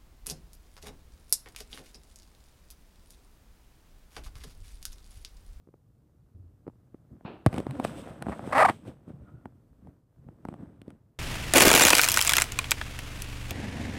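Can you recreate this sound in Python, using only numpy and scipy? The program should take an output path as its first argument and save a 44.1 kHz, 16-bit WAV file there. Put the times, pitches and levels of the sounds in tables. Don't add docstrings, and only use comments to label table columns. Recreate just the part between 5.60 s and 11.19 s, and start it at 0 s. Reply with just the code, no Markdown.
import sys
import numpy as np
from scipy import signal
from scipy.fft import rfft, irfft
from scipy.io import wavfile
from scipy.ndimage import uniform_filter1d

SR = 44100
rng = np.random.default_rng(int(sys.argv[2]) if len(sys.argv) > 2 else 0)


def output_pcm(signal):
    pcm = np.clip(np.atleast_2d(signal).T, -1, 1) * 32767
    wavfile.write(sys.argv[1], SR, np.round(pcm).astype(np.int16))


N = 246474
TIME = np.arange(N) / SR
EDGE_HZ = 15550


def amp(db):
    return 10 ** (np.asarray(db) / 20)


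def unit(x):
    return x / np.sqrt(np.mean(x ** 2) + 1e-20)


def crest(x):
    return x / abs(signal.hilbert(x)).max()


def add(mix, s, sound):
    part = mix[max(round(s * SR), 0):][:len(sound)]
    part += sound[:len(part)]


def curves(rows, t):
    s, *columns = np.transpose(rows)
    return [np.interp(t, s, column) for column in columns]


def response(points, size=4096):
    hz, db = np.transpose(points)
    bin_hz = abs(np.fft.fftfreq(size, 1 / SR)) + 1
    log_gain = np.log(amp(np.interp(np.log(bin_hz), np.log(hz), db)))
    spectrum = np.exp(np.conj(signal.hilbert(log_gain)))
    return np.fft.ifft(spectrum).real[:size // 2]


def colour(x, points):
    return unit(signal.oaconvolve(x, response(points))[:len(x)])


def band(x, low_hz, high_hz, order=4):
    edges = [low_hz, min(high_hz, SR / 2 - 1)]
    return signal.sosfilt(signal.butter(order, edges, "band", fs=SR, output="sos"), x)


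def wander(hz):
    spectrum = rfft(rng.standard_normal(N))
    return unit(irfft(spectrum * (np.fft.rfftfreq(N, 1 / SR) < hz), N))


def friction(points, grain_db, grain_hz):
    clumps = amp(grain_db * wander(grain_hz))
    return colour(rng.standard_normal(N) * clumps, points)


# frequency in Hz, relative density in dB per Hz.
AIR = [(15, -37.5), (25, -12), (48, -6.5), (126, 8.5), (331, -12.5), (368, -11), (457, -2.5), (567, -19),
       (1240, -21.5), (1340, -30.5), (1800, -35), (2490, -34), (15500, -36.5)]


def room_air(level_db=-72):
    return amp(level_db) * colour(rng.standard_normal(N), AIR)


# time in seconds, level in dB.
DRONE_LEVEL = [(0, -63), (.7, -62.5), (1.5, -62), (3.9, -62.5), (4.3, -61.5), (4.45, -69.5), (4.6, -62),
               (5.58, -67.5)]
# frequency in Hz, relative density in dB per Hz.
DRONE_COLOUR = [(20, -13.5), (50, -5), (85, -5), (118, -2), (150, -8), (220, -24), (500, -50)]


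def drone():
    level_db, = curves(DRONE_LEVEL, TIME)
    return amp(level_db) * colour(rng.standard_normal(N), DRONE_COLOUR)


# start in seconds, level in dB before the mode levels,
# pitch of the ceiling in Hz, decay time t60 in seconds.
STEPS = [(0.746, -46.5, 88.5, 0.64), (.835, -49.5, 82.6, 0.32), (1.515, -37, 116, 0.058),
         (3.534, -34.5, 142, 0.11), (3.603, -44, 66.4, 0.22), (3.736, -38.5, 122, 0.16),
         (4.099, -54.5, 56, 0.47), (4.224, -45, 187.4, 0.16), (4.581, -47.5, 132.5, 0.27),
         (4.66, -44.5, 62, 0.23), (5.188, -45, 109, 0.15)]
# multiple of its pitch, level in dB.
CEILING_MODES = [(1, 4), (1.17, 0), (.62, -7), (1.9, -31), (3.1, -43)]
# frequency in Hz, relative density in dB per Hz.
DRAG_COLOUR = [(20, -21.5), (45, -11), (80, 0), (120, 0), (190, -0.5), (300, -2), (420, -14), (700, -24),
               (1500, -62)]


def footfalls(rise_s=0.01, rumble_db=-11):
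    out = np.zeros(N)
    t = np.arange(SR // 2) / SR
    for s, level_db, hz, t60 in STEPS:
        swing = sum(amp(mode_db) * np.sin(2 * np.pi * hz * multiple * t) for multiple, mode_db in CEILING_MODES)
        rumble = amp(rumble_db) * colour(rng.standard_normal(len(t)), DRAG_COLOUR)
        envelope = amp(level_db - 60 * t / t60) * (1 - np.exp(-t / rise_s))
        add(out, s, envelope * (swing + rumble))
    return out


# time in seconds, centre in Hz, level in dB.
HOLLOW = [(3.63, 1280, -91), (3.67, 1330, -66), (3.72, 1380, -73), (3.77, 1400, -74), (3.84, 1330, -78),
          (3.9, 1300, -91)]


def hollow(half_width_hz=120):
    hz, level_db = curves(HOLLOW, TIME)
    angle = 2 * np.pi * np.cumsum(hz) / SR
    sounding = (TIME > HOLLOW[0][0]) * (TIME < HOLLOW[-1][0])
    tone = wander(half_width_hz) * np.cos(angle) + wander(half_width_hz) * np.sin(angle)
    return sounding * amp(level_db) * tone


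# frequency in Hz, relative density in dB per Hz.
BRUSH_COLOUR = [(40, -27), (90, -4), (200, -1.5), (380, -1.5), (520, -6), (720, -6.5), (1000, -11.5),
                (1500, -16), (2050, -24), (2600, -17), (3200, -24.5), (4400, -31.5), (5300, -46.5),
                (8000, -67)]


def brush(start_s=1.645, attack_s=0.013, hold_s=0.012, level_db=-40, fade_db_per_s=126):
    t = TIME - start_s
    fade_db = fade_db_per_s * np.maximum(t - attack_s - hold_s, 0)
    envelope = np.clip(t / attack_s, 0, 1) * amp(level_db - fade_db)
    return envelope * friction(BRUSH_COLOUR, grain_db=1.5, grain_hz=200)


# time in seconds, level of the sliding rasp in dB.
RUB = [(0, -83.5), (1.45, -77), (1.85, -69.5), (1.94, -42.5), (2.04, -54.5), (2.25, -46.5), (2.42, -54.5),
       (2.49, -47.5), (2.6, -56.5), (2.73, -52.5), (2.88, -48.5), (3.02, -31), (3.18, -69.5), (3.42, -70),
       (3.68, -67.5), (4.05, -77), (4.28, -73), (4.45, -84.5), (4.62, -75), (4.9, -71), (5.01, -62.5),
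       (5.14, -69.5), (5.58, -83)]
# time of the height in seconds, length in seconds,
# drag level in dB, hiss relative to drag in dB.
SHOVES = [(1.535, 0.14, -48.5, -56), (1.884, .07, -41, -21), (1.983, 0.12, -36, -19.5),
          (2.246, 0.024, -30.5, -9), (2.275, 0.19, -39.5, -13), (2.386, 0.23, -40.5, -13.5),
          (2.696, 0.15, -33, -25), (2.748, .22, -53, -12.5), (2.876, .16, -50.5, -6.5),
          (3.077, 0.19, -37, -13), (3.278, 0.12, -36, -24), (3.493, 0.089, -44, -27.5),
          (3.631, 0.23, -52.5, -44), (3.858, 0.15, -52, -42), (4.275, .11, -46.5, -42),
          (4.68, 0.2, -52, -50), (4.897, 0.2, -44.5, -29.5), (5.023, 0.25, -44.5, -42),
          (5.295, 0.16, -46.5, -32.5)]
DRAG_OVER_DB, DRAG_LIMIT_DB = 12, -41.5
HISS_OVER_DB, FAST_DB, HISS_GROWTH = -14, -45, .14
SHOVE_RISE, SHOVE_DEPTH_DB = .42, 19.5
SHOVE_RASP_DB, SHOVE_RASP_SHARE = -7, 0.28


def hand():
    slide_db, = curves(RUB, TIME)
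    drag = 1 / (amp(-slide_db - DRAG_OVER_DB) + amp(-DRAG_LIMIT_DB))
    hiss = amp(slide_db + HISS_OVER_DB + HISS_GROWTH * (slide_db - FAST_DB))
    power = np.array([drag, amp(slide_db), hiss]) ** 2
    for s, length_s, drag_db, hiss_db in SHOVES:
        before = (s - TIME) / SHOVE_RISE
        after = (TIME - s) / (1 - SHOVE_RISE)
        away = np.maximum(before, after) / length_s
        near = away < 2
        rasp_db = SHOVE_RASP_DB + SHOVE_RASP_SHARE * hiss_db
        shares = amp([[0], [rasp_db], [hiss_db]])
        power[:, near] += (shares * amp(drag_db - SHOVE_DEPTH_DB * away[near])) ** 2
    return np.sqrt(power)


# frequency in Hz, relative density in dB per Hz.
RASP_COLOUR = [(150, -25), (350, 1), (550, 7.5), (850, -0.5), (1250, -3.5), (1600, -7), (2200, -16),
               (3200, -30), (6000, -51)]
# frequency in Hz, relative density in dB per Hz.
HISS_COLOUR = [(1000, -29), (2000, 1.5), (2700, 4.5), (3600, 2), (4300, -5), (5200, -5.5), (7200, -9),
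               (7800, -1.5), (8600, 1.5), (9500, -9.5), (10800, -7.5), (12000, -14), (14000, -16),
               (15500, -15.5)]


def rubbing(catch_per_s=45, catch_db=-6, catch_spread_db=4):
    drag, rasp, hiss = hand()
    catches = (rng.random(N) < catch_per_s / SR) * amp(catch_spread_db * rng.standard_normal(N))
    rumble = friction(DRAG_COLOUR, grain_db=2.5, grain_hz=55.6)
    scratch = friction(RASP_COLOUR, grain_db=2.5, grain_hz=250) + amp(catch_db) * colour(catches, RASP_COLOUR)
    sizzle = friction(HISS_COLOUR, grain_db=2.0, grain_hz=505)
    return drag * rumble + rasp * scratch + hiss * sizzle


# time in seconds, mean pitch in Hz, level in dB,
# step from each partial to the next in dB.
GROAN = [(2.084, 116.8, -57, -21), (2.091, 128, -29.5, -18), (2.112, 130, -32, -22), (2.124, 142, -35, -16),
         (2.135, 303, -41, -15), (2.15, 280, -34.5, -9.5), (2.175, 244, -45.5, -8), (2.2, 250, -27.5, -6.5),
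         (2.222, 270, -50, -7)]


def groan(waver=0.019, waver_hz=80):
    hz, level_db, overtone_db = curves(GROAN, TIME)
    angle = 2 * np.pi * np.cumsum(hz * (1 + waver * wander(waver_hz))) / SR
    tone = sum(amp(overtone_db * k) * np.sin((k + 1) * angle) for k in range(3))
    sounding = 1. * (TIME > GROAN[0][0]) * (TIME < GROAN[-1][0])
    return amp(level_db) * tone * uniform_filter1d(sounding, size=200)


# start in seconds, thud peak in dB, thud pitch in Hz, clack peak in dB,
# hardness as the frequency in Hz that the contact favours.
KNOCKS = [(0.0731, -44.5, 326, -56, 650), (.088, -44.5, 354, -61, 600), (0.14, -42.5, 392, -50, 915),
          (1.0674, -31.5, 380, -45, 628), (1.0785, -26, 354, -36.5, 915), (1.0846, -34.5, 200, -45.5, 576),
          (1.098, -48, 250, -49, 900), (1.3446, -32.5, 290, -46.5, 855), (1.6093, -46, 259, -46.5, 750),
          (1.6506, -31, 173, -33.5, 580), (1.8628, -7, 195, -7.5, 1480), (1.869, -11.5, 110, -18.5, 1470),
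          (1.9291, -28.5, 207, -29, 1640), (1.9424, -24, 240, -27, 1670), (1.9632, -30, 238, -31, 2020),
          (1.9791, -21.5, 315, -22.5, 1010), (1.9828, -25.5, 300, -27.5, 1900),
          (1.9913, -21.5, 300, -40, 1250), (2.0016, -20, 350, -29, 1570), (2.067, -20, 293, -25.5, 1150),
          (2.1098, -46, 173, -32, 2100), (2.1989, -22, 300, -19, 1260), (2.249, -19, 260, -13, 1290),
          (2.618, -29, 207, -38, 1000), (2.6241, -31, 221, -23, 1870), (2.661, -42, 260, -33, 750),
          (2.667, -23, 183, -24.5, 780), (2.6848, -22, 229, -24, 765), (2.695, -23, 200, -26.5, 800),
          (2.7935, -29, 276, -26, 835), (2.8406, -36, 243, -33, 900), (2.8747, -23, 298, -28, 950),
          (2.982, -31.5, 280, -22, 2495), (3.0979, -17.5, 277, -15, 1630), (3.107, -30, 250, -30, 1400),
          (3.4788, -34, 268, -47.5, 760), (3.5028, -32.5, 262, -52.5, 800),
          (3.8564, -29.5, 257, -30.5, 972), (4.2717, -44, 200, -43, 980), (4.6874, -36.5, 167, -42.5, 940),
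          (4.852, -27.5, 226, -28, 1110), (4.8866, -25, 198, -29, 1150), (4.9264, -35, 233, -40, 750),
          (4.9406, -34.5, 210, -34.5, 1200), (5.2169, -37, 231, -44, 2400),
          (5.2801, -28.5, 258, -49.5, 1900), (5.3045, -41, 252, -42, 1900)]
# frequency in Hz, decay time t60 in seconds, level in dB relative to the others.
CASE_MODES = [(547, 0.007, -20.5), (754, 0.0094, 19.5), (1150, 0.013, 5), (1419, 0.0039, -3.5),
              (1900, 0.0079, 0), (2400, .004, 3), (3330, 0.00308, -14)]
# frequency in Hz, relative gain in dB.
TICK_COLOUR = [(500, -29.5), (2500, 8.5), (4500, 2.5), (6500, -7.5), (8600, 1), (10500, -1.5),
               (12500, -13.5), (16000, -10.5)]
# frequency in Hz, relative gain in dB.
PUSH_PATH = [(20, -38), (45, -13.5), (90, -4), (130, -5), (570, -0.5), (720, -10.5), (1400, -3),
             (1650, -15.5), (2600, -12.5), (3800, -42), (9000, -62.5)]
HARD_HZ, TICK_DB, TICK_DB_PER_OCTAVE = 1000, -18, 15.5


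def knocks(thud_cycles=3.8, spread=0.1118, focus_db=6, reach_hz=1700, chatter=0.22, chatter_t60=0.0087):
    out = np.zeros(N)
    t = np.arange(4096) / SR
    contact, path = response(TICK_COLOUR), response(PUSH_PATH)
    for s, thud_db, thud_hz, clack_db, spot_hz in KNOCKS:
        swing = np.sin(2 * np.pi * thud_hz * t) * amp(-60 * t * thud_hz / thud_cycles)
        push = signal.fftconvolve(swing, path)[:len(t)]
        detune = np.exp(spread * rng.standard_normal(len(CASE_MODES)))
        ring = np.zeros(len(t))
        for (hz, t60, mode_db), shift in zip(CASE_MODES, detune):
            focus = focus_db * np.log2(hz / spot_hz) ** 2
            ring += amp(mode_db - focus - 60 * t / t60) * np.sin(2 * np.pi * hz * shift * t)
        ring = band(ring, low_hz=300, high_hz=spot_hz + reach_hz, order=3)
        touch = (t == 0) + chatter * rng.standard_normal(len(t)) * amp(-60 * t / chatter_t60)
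        snap = signal.fftconvolve(touch, contact)[:len(t)]
        tick_db = clack_db + TICK_DB + TICK_DB_PER_OCTAVE * np.log2(spot_hz / HARD_HZ)
        add(out, s, amp(thud_db) * crest(push) + amp(clack_db) * crest(ring) - amp(tick_db) * crest(snap))
    return out


# start in seconds, hold in seconds, level in dB that it swells towards.
SQUEAKS = [(2.712, 0.017, -27.5), (2.922, 0.011, -13), (2.946, 0.1137, -13), (3.082, 0.0087, -9.5)]


def finger(attack_s=0.005, swell_db=12.5, swell_s=0.047, fade_db_per_s=1151):
    out = np.zeros(N)
    t = np.arange(SR // 4) / SR
    for s, held_s, level_db in SQUEAKS:
        swell = -swell_db * np.exp(-t / swell_s)
        fade = -fade_db_per_s * np.maximum(t - held_s, 0)
        add(out, s, np.minimum(t / attack_s, 1) * amp(level_db + swell + fade))
    return out


# time in seconds, mean slips per second.
SLIP_RATE = [(2.745, 305), (2.923, 560), (2.94, 605), (2.947, 245), (2.977, 300), (2.994, 680),
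             (3.006, 440), (3.018, 850), (3.025, 630), (3.031, 630), (3.036, 1200), (3.041, 1340),
             (3.047, 1190), (3.052, 780), (3.058, 660), (3.065, 1220), (3.083, 900), (3.089, 300)]
# frequency in Hz, relative gain in dB.
SLIP_COLOUR = [(60, -33), (250, -6), (420, -15.5), (600, 0), (800, 4.5), (1000, 0.5), (1220, 2.5),
               (1450, -8), (1900, -3.5), (2400, -14), (3100, -27.5), (4600, -29), (6400, -38.5),
               (8600, -30.5), (11000, -36.5), (15000, -54.5)]


def stick_slip(roughness=.4, steady_hz=640, steady_width_hz=90, jitter=.4, uneven_db=5, grit=.016,
               smooth_hz=1020, smooth_width_hz=70, octave_db=-23, pure_db=-1, pure_db_per_octave=-18):
    rate, = curves(SLIP_RATE, TIME)
    rough = roughness * (.5 - .5 * np.tanh((rate - steady_hz) / steady_width_hz))
    pressure = finger()
    turns = np.cumsum((pressure > 0) * rate * np.exp(jitter * rough * wander(300))) / SR
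    kicks = sum(np.cos(2 * np.pi * k * turns) * (k * rate < EDGE_HZ) for k in range(1, 50))
    kicks = kicks * np.sqrt(rate / SR)
    kicks = kicks * amp(uneven_db * rough * wander(350))
    kicks = kicks + grit * (1 + 4 * abs(kicks / amp(0))) * rng.standard_normal(N)
    scrape = signal.oaconvolve(kicks, response(SLIP_COLOUR))[:N]
    power = uniform_filter1d(uniform_filter1d(scrape ** 2, size=260), size=260)
    scrape = scrape / np.sqrt(abs(power) + 1e-9)
    pure = np.sqrt(2) * (np.cos(2 * np.pi * turns) + amp(octave_db) * np.cos(4 * np.pi * turns))
    sticking = .5 - .5 * np.tanh((rate - smooth_hz) / smooth_width_hz)
    octaves_above = np.log2(np.maximum(rate / smooth_hz, 1))
    pure_gain = amp(pure_db + pure_db_per_octave * octaves_above)
    return pressure * (sticking * scrape + (1 - sticking) * pure_gain * pure)


def scene():
    background = room_air() + drone() + footfalls()
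    handling = hollow() + brush() + rubbing() + groan() + knocks() + stick_slip()
    return (background + handling)[None]


def record(dry, low_cut_hz=36):
    thin = signal.sosfilt(signal.butter(2, low_cut_hz, "high", fs=SR, output="sos"), dry)
    low_pass = signal.firwin(511, EDGE_HZ, window=("kaiser", 9), fs=SR)
    return signal.oaconvolve(thin, low_pass[None], "same")


dry = scene()
out = record(dry)
output_pcm(out)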